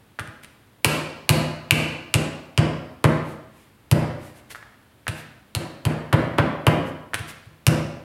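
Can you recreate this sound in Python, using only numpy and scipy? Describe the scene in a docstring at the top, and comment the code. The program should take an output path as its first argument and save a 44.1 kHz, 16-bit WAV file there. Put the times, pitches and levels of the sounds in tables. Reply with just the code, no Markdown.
"""A wooden mallet pounds a lump of clay on a big wooden table in an echoing workshop.
Each blow slaps the damp clay, rings the mallet head and, once the clay has given way, thumps the table.
In the pauses a hand turns the clay and sets it down. The room echoes over a faint rush of air,
and a limiter briefly turns down the hardest blows."""
import sys
import numpy as np
from scipy import signal
from scipy.fft import rfft, irfft, next_fast_len
from scipy.io import wavfile
from scipy.ndimage import uniform_filter1d

SR = 44100
rng = np.random.default_rng(int(sys.argv[2]) if len(sys.argv) > 2 else 0)


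def store_wav(level_fs):
    """Save 16-bit WAV to argv[1]."""
    pcm = np.round(np.clip(np.atleast_2d(level_fs), -1, 1) * 32767)
    wavfile.write(sys.argv[1], SR, pcm.T.astype(np.int16))


N = 354551

# mallet blows: (time [s], force [dB], knock of a tilted face [dB], slap of a flat face [dB],
# head ring [dB], air snap [dB], snap pitch [Hz], slap's upper edge [Hz])
BLOWS = [(.8463, -11, -13, -12.5, -12, -22.5, 4700, 14000),
         (1.2925, -4.5, -16, -14.5, -14, -19.5, 4450, 14000), (1.7089, -6, -20, -15, -7, -25, 4370, 14000),
         (2.1406, -9.5, -24.5, -19.5, -19, -31, 8000, 10300),
         (2.577, -5.5, -22.5, -28, -22.5, -32, 5200, 9100),
         (3.0414, -6, -12.5, -28.5, -31.5, -34, 4600, 11700),
         (3.9137, -3.5, -25, -25, -27.5, -34, 5200, 14000),
         (5.5501, -17.5, -32, -27.5, -30.5, -30.5, 4300, 11900),
         (5.8522, -10, -27.5, -32, -30.5, -39, 4700, 12300),
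         (6.129, -5.5, -15.5, -33, -30, -39, 4100, 13000),
         (6.384, -11, -11.7, -37.5, -29.5, -60, 4200, 12500),
         (6.6671, -6, -13, -29, -21, -43.5, 4350, 15000), (7.6671, -5, -23, -20, -21, -26.5, 5750, 12600)]
# the lump is set down edge first, then tips onto its face:
# (time [s], time to tip [s], tap [dB], sticky click [dB], thump [dB])
SET_DOWNS = [(.1887, .0063, -29, -33.5, -28), (5.068, .0122, -28.5, -26, -20),
             (7.135, .008, -27.5, -23, -33.5)]
# the hand comes to rest on the table: (time [s], thump [dB], click of the skin [dB])
HAND_RESTS = [(.275, -34.5, -47), (7.193, -25, -38), (7.457, -37.5, -59)]
# tone of the table's boards: (frequency [Hz], level [dB])
BOARD_TONE = [(30, -30), (60, -15), (170, 2.5), (240, -0.5), (330, 0.5), (420, -9), (580, -0.5),
              (800, -8.5), (1000, -9), (1400, -10.5), (2000, -11.5), (3200, -25), (6000, -44.5),
              (16000, -73.5)]

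USUAL_FORCE_DB, USUAL_KNOCK_DB, USUAL_SLAP_DB = -8, -20, -25  # a typical blow
THUMP_LEAD_S = .02  # from the first bending of the table top to its peak


def amp(db):
    """Turn decibels into a gain to multiply by."""
    return 10 ** (np.asarray(db) / 20)


def unit(x):
    """Scale x to an average strength (rms) of 1."""
    return x / np.sqrt(np.mean(x ** 2) + 1e-20)


def along(points, hz):
    """Read between (frequency, value) points, spacing the octaves evenly."""
    frequencies, values = np.transpose(points)
    return np.interp(np.log(hz + 1), np.log(frequencies), values)


def add(track, s, sound):
    """Mix a sound into the track, starting at s seconds."""
    part = track[max(round(s * SR), 0):][:len(sound)]
    part += sound[:len(part)]


def noise(tone, size):
    """Steady noise with the given tone and a strength of 1."""
    m = next_fast_len(size)
    gain = amp(along(tone, np.fft.rfftfreq(m, 1 / SR)))
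    return unit(irfft(rfft(rng.standard_normal(m)) * gain, m)[:size])


def colour(tone, db=0, shift=1, size=8192):
    """A gain for each frequency: the tone at level db, its pitch multiplied by shift."""
    gain = amp(along(tone, np.fft.rfftfreq(size, 1 / SR) / shift))
    return amp(db) * unit(gain)


def burst(gain, t60, size=8192):
    """A rough contact: noise shaped by gain that fades by 60 dB in t60 seconds."""
    fade = np.exp(-np.log(1000) * np.arange(size) / SR / t60)
    force = rfft(rng.standard_normal(size) * fade)
    ripple = np.sqrt(np.abs(uniform_filter1d(np.abs(force) ** 2, size=21)) + 1e-9)
    # even out chance peaks and apply the tone, with no sound ahead of the hit
    cepstrum = irfft(np.log(gain / ripple + 1e-12))
    cepstrum[1:size // 2] *= 2
    cepstrum[size // 2 + 1:] = 0
    return irfft(force * np.exp(rfft(cepstrum))) * np.sqrt(SR / 100)  # level counted over 10 ms


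def room_air():
    """The faint, steady rush of the room's air."""
    # tone of the air: (frequency [Hz], level [dB])
    air_tone = [(15, -43.5), (25, -27), (38, -14.5), (76, -5.5), (130, -3.5), (170, -11.5), (205, -4.5),
                (222, -7.5), (425, -15.5), (1060, -19.5), (3220, -25), (5980, -35.5), (10500, -32.5),
                (15800, -35.5)]
    return amp(-55.5) * noise(air_tone, N)


def room_tail(build_s):
    """A wash of echoes that swells briefly; each frequency dies at its own speed."""
    # how long the room rings: (frequency [Hz], time to fade by 60 dB [s])
    fade_times = [(100, 0.55), (400, 0.81), (1100, 0.8638), (2800, 0.72), (5000, 0.76), (8000, 0.5539),
                  (12000, 0.41), (16000, 0.4)]
    # tone of the echoes: (frequency [Hz], level [dB])
    echo_tone = [(60, -5), (250, 1.5), (1200, -2.5), (3000, -3), (6000, -3.5), (12000, -6), (16000, -6)]
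    hz, t, bands = signal.stft(rng.standard_normal(SR), SR, nperseg=256)
    gain = amp(along(echo_tone, hz)[:, None] - 60 * t / along(fade_times, hz)[:, None])
    tail = signal.istft(bands * gain, SR, nperseg=256)[1][:SR]
    swell = 1 - np.exp(-np.arange(SR) / SR / build_s)
    return tail * swell / np.sqrt(SR / 20)


def workshop_echo(x):
    """The room's echo: part stays the same, part changes as arm and mallet move between blows."""
    out = np.zeros(N)
    still, still_share = room_tail(build_s=.017), .3
    edges = [0] + [round(s * SR) for s, *_ in BLOWS] + [N]
    for start, end in zip(edges, edges[1:]):
        tail = np.sqrt(still_share) * still + np.sqrt(1 - still_share) * room_tail(build_s=.016)
        add(out, start / SR, signal.fftconvolve(x[start:end], tail))
    return out


def touch(gain, t60=.012):
    """A light contact of damp clay, with a short sticky crackle after it."""
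    return burst(gain, t60) + amp(-12) * burst(gain, t60=.04)


def hand():
    """A hand slides the clay round and sets it down with a tap and a small sticky click."""
    # the lump rocks and taps the table: (time [s], level [dB])
    taps = [(4.548, -38), (4.556, -40), (4.627, -44), (6.1264, -25), (6.380, -33)]
    # fingers come unstuck from the clay: (time [s], level [dB])
    unsticks = [(.435, -47), (.446, -44), (4.505, -47)]
    # skin and clay slide on the table cover: (middle time [s], half length [s], level [dB])
    rubs = [(.436, .015, -48), (3.295, .12, -52), (3.601, .16, -59.5), (4.256, 0.13, -51.5),
            (4.377, .07, -53), (4.517, 0.035, -39.5), (4.56, 0.028, -49), (5.187, .09, -47),
            (6.878, 0.067, -50.5), (7.297, 0.049, -40)]
    # tones of a tap, a sticky click and a rub: (frequency [Hz], level [dB])
    tap_tone = [(100, -23.5), (600, -4), (1000, -2), (1350, 5), (1850, 4.5), (2400, -7.5), (4500, -20.5),
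                (16000, -45)]
    click_tone = [(200, -2), (900, -4), (1500, 0), (2600, 5), (5000, -9), (7000, -11.5), (9500, -3),
                  (13000, -15), (16000, -26)]
    rub_tone = [(200, 3), (1000, 1), (2000, 9), (5500, -3.5), (9500, 0), (12500, -2), (16000, -17)]
    out = np.zeros(N)
    for s, tip_s, tap_db, click_db, thump_db in SET_DOWNS:
        add(out, s, touch(colour(tap_tone, tap_db), t60=.014))  # the edge lands first
        face = np.hypot(colour(tap_tone, tap_db - 2), colour(click_tone, click_db))
        add(out, s + tip_s, touch(face, t60=.022))
        add(out, s + tip_s, burst(colour(BOARD_TONE, thump_db - 12), t60=.12))
    for s, db in taps:
        add(out, s, touch(colour(tap_tone, db)))
    skin_clicks = [(s, db) for s, _, db in HAND_RESTS]
    for s, db in unsticks + skin_clicks:
        add(out, s, touch(colour(click_tone, db)))
    for s, half_s, db in rubs:
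        stroke = np.hanning(int(2 * half_s * SR)) ** 2
        add(out, s - half_s, amp(db) * stroke * noise(rub_tone, len(stroke)))
    return out


def table_flex(pitch_hz):
    """The table top dips and springs back in a few low swings."""
    t = np.arange(SR // 10) / SR - THUMP_LEAD_S
    width_s = .68 / pitch_hz
    return np.cos(2 * np.pi * pitch_hz * t) * np.exp(-((t - .001) / width_s) ** 2 / 2)


def table_ring(build_s):
    """The table's notes swell as the bend spreads; higher ones vary more with the spot that is hit."""
    # the table top's own notes: (frequency [Hz], level [dB], time to fade by 60 dB [s])
    table_notes = [(62, -30, 0.7), (78, -25, .8), (96, -23, 0.87), (114, -21.5, .55), (124, -21, 0.8),
                   (150, -27.5, 0.46), (154.8, -8.3, 0.62), (165, -18.5, 0.28), (207, -25, 0.6),
                   (218, -18.5, .6), (248, -20, 0.78), (273.7, -30, .55), (305, -29.5, 0.98),
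                   (324.5, -14.5, 0.41), (344.5, -23.5, 0.69), (414, -33.5, 0.4), (459, -30, .6),
                   (511, -25.5, 0.75), (533, -28, .6), (624, -33.5, 0.97), (690, -26.5, .6),
                   (836, -36, 0.6), (990, -34, 0.85)]
    t = np.arange(SR) / SR
    hz, db, t60 = np.transpose(table_notes)[:, :, None]
    strength = amp(db + 2 * np.sqrt(hz / hz.max()) * rng.standard_normal(db.shape))
    notes = strength * np.cos(2 * np.pi * hz * t) * amp(-60 * t / t60)
    return notes.sum(0) * (1 - np.exp(-t / build_s))


def thump(db):
    """One push on the table. A gentle push is slower and rings the top less."""
    sound = np.zeros(SR)
    softness = np.clip(-db, 0, 18)
    add(sound, 0, table_flex(pitch_hz=128 - 1.1 * softness))
    add(sound, THUMP_LEAD_S, amp(-.22 * softness) * table_ring(build_s=.0081))
    return amp(db) * sound


def squash_time(force_db, slap_db):
    """Seconds the clay takes to squash: fewer under more force, more when a flat face cushions it."""
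    return .0182 - .00044 * (force_db - USUAL_FORCE_DB) + .00014 * (slap_db - USUAL_SLAP_DB)


def table_thumps():
    """Blows, the landing lump and the resting hand push the table once clay or hand has squashed."""
    out = np.zeros(N)
    touch_lag_s = .017
    for s, force_db, _, slap_db, *_ in BLOWS:
        add(out, s + squash_time(force_db, slap_db) - THUMP_LEAD_S, thump(force_db))
    landings = [(s + tip_s, db) for s, tip_s, _, _, db in SET_DOWNS]
    for s, db, *_ in landings + HAND_RESTS:
        add(out, s + touch_lag_s - THUMP_LEAD_S, thump(db))
    return out


def rolled_off(tone, top_hz):
    """A softer contact keeps less treble above top_hz."""
    return [(hz, db - 10 * np.log10(1 + (hz / top_hz) ** 10)) for hz, db in tone]


def mallet():
    """Wood hits clay: returns the sound at the point of contact and the sound of the wide boards."""
    # a flat face smacks the damp clay: (frequency [Hz], level [dB])
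    slap_tone = [(300, -24), (1500, -7.5), (3000, -0.5), (4200, -0.5), (6000, -6), (8300, .5), (11000, 1),
                 (13000, -1.5), (16000, -12)]
    # a tilted face knocks: (frequency [Hz], level [dB])
    knock_tone = [(60, -31), (250, 4.5), (520, 2.5), (780, -2), (1000, 3.5), (1400, -3.5), (2000, -7.5),
                  (3000, -13), (5000, -28), (16000, -93)]
    # air is squeezed from the gap, pitched by the clay's shape: (frequency [Hz], level [dB])
    snap_tone = [(500, -30.5), (3200, -18), (4000, 0), (4400, 1), (4850, -8), (5800, -20.5), (16000, -36)]
    # tone of the wooden head: (frequency [Hz], level [dB])
    head_tone = [(200, -26.5), (1000, -14), (1500, -8), (2000, -7.5), (2400, 3), (2950, 4.5), (3400, -11.5),
                 (3900, -18.5), (4450, -16), (5400, -20), (16000, -36.5)]
    # the head's own notes: (frequency [Hz], level [dB], time to fade by 60 dB [s])
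    head_notes = [(2410, -13.5, .045), (2650, -16, .04), (2960, -13.5, .05)]
    snap_tone_hz, head_tone_hz = 4400, 2750  # pitches of these two tones before shifting
    contact, boards = np.zeros((2, N))
    t = np.arange(SR // 8) / SR
    for s, force_db, knock_db, slap_db, head_db, snap_db, snap_hz, top_hz in BLOWS:
        # a flat contact loads the head and lowers its pitch
        head_hz = 2820 - 12 * (slap_db - USUAL_SLAP_DB)
        head = colour(head_tone, head_db, shift=head_hz / head_tone_hz)
        slap = colour(rolled_off(slap_tone, top_hz), slap_db)
        snap = colour(snap_tone, snap_db, shift=snap_hz / snap_tone_hz)
        smack = np.sqrt(slap ** 2 + snap ** 2 + head ** 2)
        add(contact, s, burst(smack, t60=.01))
        add(contact, s + .002, amp(-9) * burst(smack, t60=.046))  # the clay crackles as it spreads
        for hz, db, t60 in head_notes:  # the clay soon stops their ringing
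            note_db = head_db + db + rng.normal(0, 1.5)
            add(contact, s, amp(note_db - 60 * t / t60) * np.sin(2 * np.pi * hz * t))
        add(contact, s + .001, burst(colour(knock_tone, knock_db), t60=.065))
        # the force passes through the clay and spreads over the boards
        board_db = -25 + .58 * (force_db - USUAL_FORCE_DB) + .24 * (knock_db - USUAL_KNOCK_DB)
        board_s = s + .8 * squash_time(force_db, slap_db)
        add(boards, board_s, burst(colour(BOARD_TONE, board_db), t60=.08))
    return contact, boards


def scene():
    """Mix mallet, hand and table with the room's air and echoes."""
    # echoes from the nearest walls: (delay [s], level [dB])
    near_walls = [(.0092, -11), (0.0161, -16.5)]
    contact, boards = mallet()
    handling, thumps = hand(), table_thumps()
    near = contact + handling
    out = near + amp(1.2) * boards + thumps + room_air()
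    for delay_s, db in near_walls:
        add(out, delay_s, amp(db) * near)
    # the boards send most of their sound away from the listener, into the room
    into_room = amp(-1) * contact + amp(-.5) * handling + amp(11.7) * boards + amp(-15.5) * thumps
    return (out + workshop_echo(into_room))[None]


def limiter(x, threshold_db, attack_s, release_s):
    """Peaks over the threshold quickly pull the volume down; it then creeps back up."""
    t = np.arange(N) / SR
    level_db = 10 * np.log10(2 * np.abs(uniform_filter1d(x ** 2, size=40)) + 1e-12)
    over_db = np.maximum(level_db - threshold_db, 1e-6)
    # hold each peak and let it fade
    held_db = np.exp(np.maximum.accumulate(np.log(over_db) + t / release_s) - t / release_s)
    smoothing = np.exp(-1 / (attack_s * SR))
    cut_db = signal.lfilter([1 - smoothing], [1, -smoothing], held_db)
    return x * amp(-cut_db)


def record(dry):
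    """Turn down the hardest blows, round off the peaks and cut the highest treble."""
    limited = limiter(dry[0], threshold_db=-2.5, attack_s=.001, release_s=.06)
    rounded = limited / (1 + np.abs(limited) ** 8) ** (1 / 8)
    m = next_fast_len(N + SR // 2)
    kept_band = np.fft.rfftfreq(m, 1 / SR) < 15950  # Hz
    return irfft(rfft(rounded, m) * kept_band, m)[None, :N]


dry = scene()
out = record(dry)
store_wav(out)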